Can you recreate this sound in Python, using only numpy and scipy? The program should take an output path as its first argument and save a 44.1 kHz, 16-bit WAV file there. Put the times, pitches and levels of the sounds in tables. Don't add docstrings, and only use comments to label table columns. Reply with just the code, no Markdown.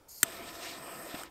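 import sys
import numpy as np
from scipy import signal
from scipy.io import wavfile
from scipy.ndimage import uniform_filter1d

SR = 44100
rng = np.random.default_rng(int(sys.argv[2]) if len(sys.argv) > 2 else 0)


def invert_db(x):
    u = np.asarray(x, float) / 20
    return 10 ** u


def log_audio(samples):
    frames = np.atleast_2d(samples).T
    limited = np.clip(frames, -1, 1)
    pcm = np.round(limited * 32767).astype(np.int16)
    wavfile.write(sys.argv[1], SR, pcm)


N = 57330
T = np.arange(N) / SR
NOISE_TOP_HZ = 15750
LIT_S, CATCH_S = 0.231, 0.0086


def evened(x):
    return x / np.sqrt(np.mean(x ** 2) + 1e-20)


def read(points, hz):
    f, value = np.transpose(points)
    return np.interp(np.log(hz + 1), np.log(f + 1), value)


def add(mix, s, sound):
    part = mix[round(s * SR):][:len(sound)]
    part += sound[:len(part)]


def noise(spectrum, patchy_db, flicker_db=0., size=512, top_hz=NOISE_TOP_HZ):
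    hop = size // 4
    frames, hz = N // hop + 5, np.fft.rfftfreq(size, 1 / SR)
    real, imaginary, patches = rng.standard_normal((frames, len(hz), 3)).T
    patches = uniform_filter1d(patches, size=9, axis=0)
    patches = evened(uniform_filter1d(patches, size=18, axis=1))
    flicker = evened(uniform_filter1d(rng.standard_normal(frames), size=4))
    level_db = read(spectrum, hz)[:, None] + patchy_db * patches + flicker_db * flicker
    z = (real + 1j * imaginary) * invert_db(level_db) * (hz < top_hz)[:, None]
    return evened(signal.istft(z, nperseg=size, noverlap=size * 3 // 4)[1][:N])


def resonate(x, hz, width):
    turn = np.exp(2j * np.pi * hz * T)
    r = np.exp(-np.pi * width / SR)
    smooth = signal.lfilter([1 - r], [1, -r], x / turn)
    return 2 * (turn * smooth).real


def ramp(start, length):
    return np.clip((T - start) / length, 0, 1)


# [f/Hz, relative level/dB per Hz]
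AIR_SPECTRUM = [(20, -8), (70, -4.5), (130, -15.5), (500, -13.5), (1100, -17), (2500, -26.5), (16000, -34)]


def garden_air():
    return invert_db(-64) * noise(AIR_SPECTRUM, 1.6, size=2048)


def breeze():
    centre_s, width_s, peak_db = 0.5, 0.24, -65.5
    rumble = noise([(20, -7), (90, 1), (200, -37)], 2.5, size=2048)
    return invert_db(peak_db) * rumble * np.exp(-((T - centre_s) / width_s) ** 2)


# [centre t/s, rise t/s, fall t/s, level/dB, treble level relative to it/dB]
RUSTLE_SWELLS = [(.3, 0.047, 0.17, -53, 0), (.49, 0.02, 0.019, -50, 2), (0.559, 0.021, 0.011, -52.5, 3.5),
                 (.655, 0.044, 0.052, -47, 3.5), (0.713, 0.049, 0.056, -49, -0.5),
                 (1.126, 0.037, 0.02, -47.5, -7), (1.15, 0.0053, 0.0086, -43.5, -12),
                 (1.19, 0.022, 0.03, -51, 0), (1.261, 0.0077, 0.013, -54.5, -4)]
# [f/Hz, relative level/dB per Hz]
RUSTLE_SPECTRUM = [(900, -30), (1400, -6.5), (2500, -3.5), (3250, -6.5), (3800, -1.5), (4400, -7.5),
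                   (5100, -5.5), (6000, -11), (8300, -13), (10000, -42)]


def rustle():
    grain = noise(RUSTLE_SPECTRUM, 1.5, 0.98, size=256)
    treble_hz = 4360
    low = signal.sosfiltfilt(signal.butter(4, treble_hz, fs=SR, output="sos"), grain)
    treble = grain - low
    low_power, treble_power = np.zeros(N), np.zeros(N)
    for s, rise, fall, db, treble_db in RUSTLE_SWELLS:
        bell = np.exp(-((T - s) / np.where(T < s, rise, fall)) ** 2)
        low_power += bell * invert_db(db) ** 2
        treble_power += bell * invert_db(db + treble_db) ** 2
    return np.sqrt(low_power) * low + np.sqrt(treble_power) * treble


# [f/Hz, relative level/dB per Hz]
CRACK_SPECTRUM = [(800, -30), (1910, -3), (3900, -6), (5100, -22), (8200, 2.5), (10600, -26), (12600, -1),
                  (15300, -9), (16700, -50)]


def strike(modes, blows):
    crack_db, crack_t60_s, attack_s = -5, 0.019, 0.00023
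    out, t = np.zeros(N), T[:3000]
    crack = noise(CRACK_SPECTRUM, 0., size=256, top_hz=SR / 2)
    for s, db, tilt_db in blows:
        ring = np.zeros(len(t))
        for hz, mode_db, t60 in modes:
            tilted_db = mode_db + tilt_db * np.log2(hz / 4000)
            ring += invert_db(tilted_db - 60 * t / t60) * np.sin(2 * np.pi * hz * t)
        start = int(rng.random() * (N - len(t)))
        burst = crack[start:][:len(t)] * invert_db(crack_db - 60 * t / crack_t60_s)
        add(out, s, invert_db(db) * np.minimum(t / attack_s, 1) * (0.56 * ring + burst))
    band = signal.butter(5, [900, 16600], "bandpass", fs=SR, output="sos")
    return signal.sosfilt(band, out)


# [f/Hz, relative level/dB, t60/s]
LEVER_MODES = [(1430, 11, .007), (3060, 6, .006), (5100, 7, .0025), (7400, 5, .005), (8600, 4, .005),
               (12950, 0, .005)]
# [t/s, level/dB, tilt of the ringing/dB per octave about 4 kHz]
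RELEASE_BLOWS = [(1.2341, -38, -1), (1.2348, -39, 2)]


def trigger_release():
    return strike(LEVER_MODES, RELEASE_BLOWS)


# [f/Hz, relative level/dB, t60/s]
BODY_MODES = [(1480, -9, 0.014), (1760, -4, 0.014), (1990, -4.5, 0.014), (2990, -12, 0.013),
              (3700, -4, 0.008), (4400, -7, 0.01), (6200, -3, 0.018), (7550, 0, 0.016), (7980, -3, 0.015),
              (8380, 1.5, 0.016), (8800, -4, 0.014), (12150, 0.5, 0.007), (13380, -0.5, 0.012),
              (13850, -5, 0.01), (15200, -5, 0.007)]
# [t/s, level/dB, tilt of the ringing/dB per octave about 4 kHz]
IGNITER_BLOWS = [(.2304, -10.5, 1.4), (0.23095, -17, -5), (.2325, -21, 0), (0.2352, -24.5, 1)]


def igniter():
    return strike(BODY_MODES, IGNITER_BLOWS)


# [f/Hz, relative level/dB per Hz]
COLD_SPECTRUM = [(1500, -24.5), (3700, -22), (4300, -4), (5400, -2.5), (5950, -11), (6700, 0), (7500, -5),
                 (8600, -2.5), (10700, -13), (12200, -7), (13300, -4), (14500, -16)]
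# [f/Hz, width/Hz, level relative to the hiss/dB]
NOZZLE_WHISTLE = [(13040, 100, -6.5)]


def cold_gas():
    open_s, rise_s, level_db = 0.081, 0.013, -52.5
    hiss = noise(COLD_SPECTRUM, 1.5, 1.)
    whistle = sum(invert_db(db) * evened(resonate(hiss, hz, width)) for hz, width, db in NOZZLE_WHISTLE)
    unlit = ramp(open_s, rise_s) * (1 - ramp(LIT_S, CATCH_S))
    return invert_db(level_db) * (hiss + whistle) * unlit


# [t/s, level/dB, f/Hz, cycles until the swing has decayed to about a third]
FLAME_POPS = [(.2327, -35, 440, 1.2), (.2349, -30, 290, 1.4), (.2345, -37, 150, .9),
              (1.1408, -38, 670, 2.2), (1.1431, -32, 270, 1.1)]


def pops():
    out, t = np.zeros(N), T[:3000]
    for s, db, hz, cycles in FLAME_POPS:
        u = t * hz / cycles * 3.26
        swell = np.e * u * np.exp(-u)
        add(out, s, invert_db(db) * swell * np.sin(2 * np.pi * hz * t))
    return out


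# [t/s, jet level/dB, roar level/dB]
GAS_FLOW = [(.235, -55, -47), (.255, -52.5, -45.5), (.32, -51.5, -47), (.43, -54.5, -47),
            (.53, -53.5, -48.5), (.65, -51, -45.5), (.8, -54.5, -48.5), (.9, -51.5, -45),
            (1.05, -50.5, -46), (1.125, -54, -48), (1.15, -51, -45), (1.217, -51, -45),
            (1.226, -52.5, -50.5), (1.25, -60, -50), (1.275, -69, -54.5), (1.3, -71.5, -61.5)]
# [f/Hz, relative level/dB per Hz]
JET_SPECTRUM = [(3000, -48), (4200, -12.5), (5200, -4), (5900, -14), (7200, -10), (8300, 1.5), (8900, -6.5),
                (9700, -18), (12500, -4.5), (14000, -7.5), (16000, -24)]
# [f/Hz, relative level/dB per Hz]
ROAR_SPECTRUM = [(30, -36), (100, -12.5), (200, -1.5), (350, -1.5), (700, -5.5), (1500, -8), (3200, -12),
                 (6000, -28.5), (9000, -47)]
# [f/Hz, width before a 1.4-fold widening/Hz, relative level/dB]
ROAR_HOLLOWS = [(335, 85, -3), (521.7, 53, -5), (671.5, 65, 0.5), (1015, 69, -4), (1267, 133, -4),
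                (1794, 94, -6), (2429, 80, -12)]


def flame():
    s, jet_db, roar_db = np.transpose(GAS_FLOW)
    broad = noise(ROAR_SPECTRUM, 2.63, 0.67, size=1024)
    white = noise([(20, 0), (20000, 0)], 1.34, 0.86)
    rings = np.zeros(N)
    for hz, width, db in ROAR_HOLLOWS:
        once = resonate(white, hz, 1.4 * width)
        twice = resonate(once, hz, 1.4 * width)
        rings += invert_db(db) * evened(twice)
    hollow_db = 1.6
    roar = evened(broad + invert_db(hollow_db) * evened(rings)) * invert_db(np.interp(T, s, roar_db))
    jet = noise(JET_SPECTRUM, 1.67, 0.8) * invert_db(np.interp(T, s, jet_db))
    return (roar + jet) * ramp(LIT_S, CATCH_S)


def scene():
    background = garden_air() + breeze() + rustle()
    torch = trigger_release() + igniter() + cold_gas() + pops() + flame()
    return (background + torch)[None]


def top_cut(x):
    return signal.sosfilt(signal.butter(12, 17080, fs=SR, output="sos"), x)


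def record(dry):
    return top_cut(dry)


dry = scene()
out = record(dry)
log_audio(out)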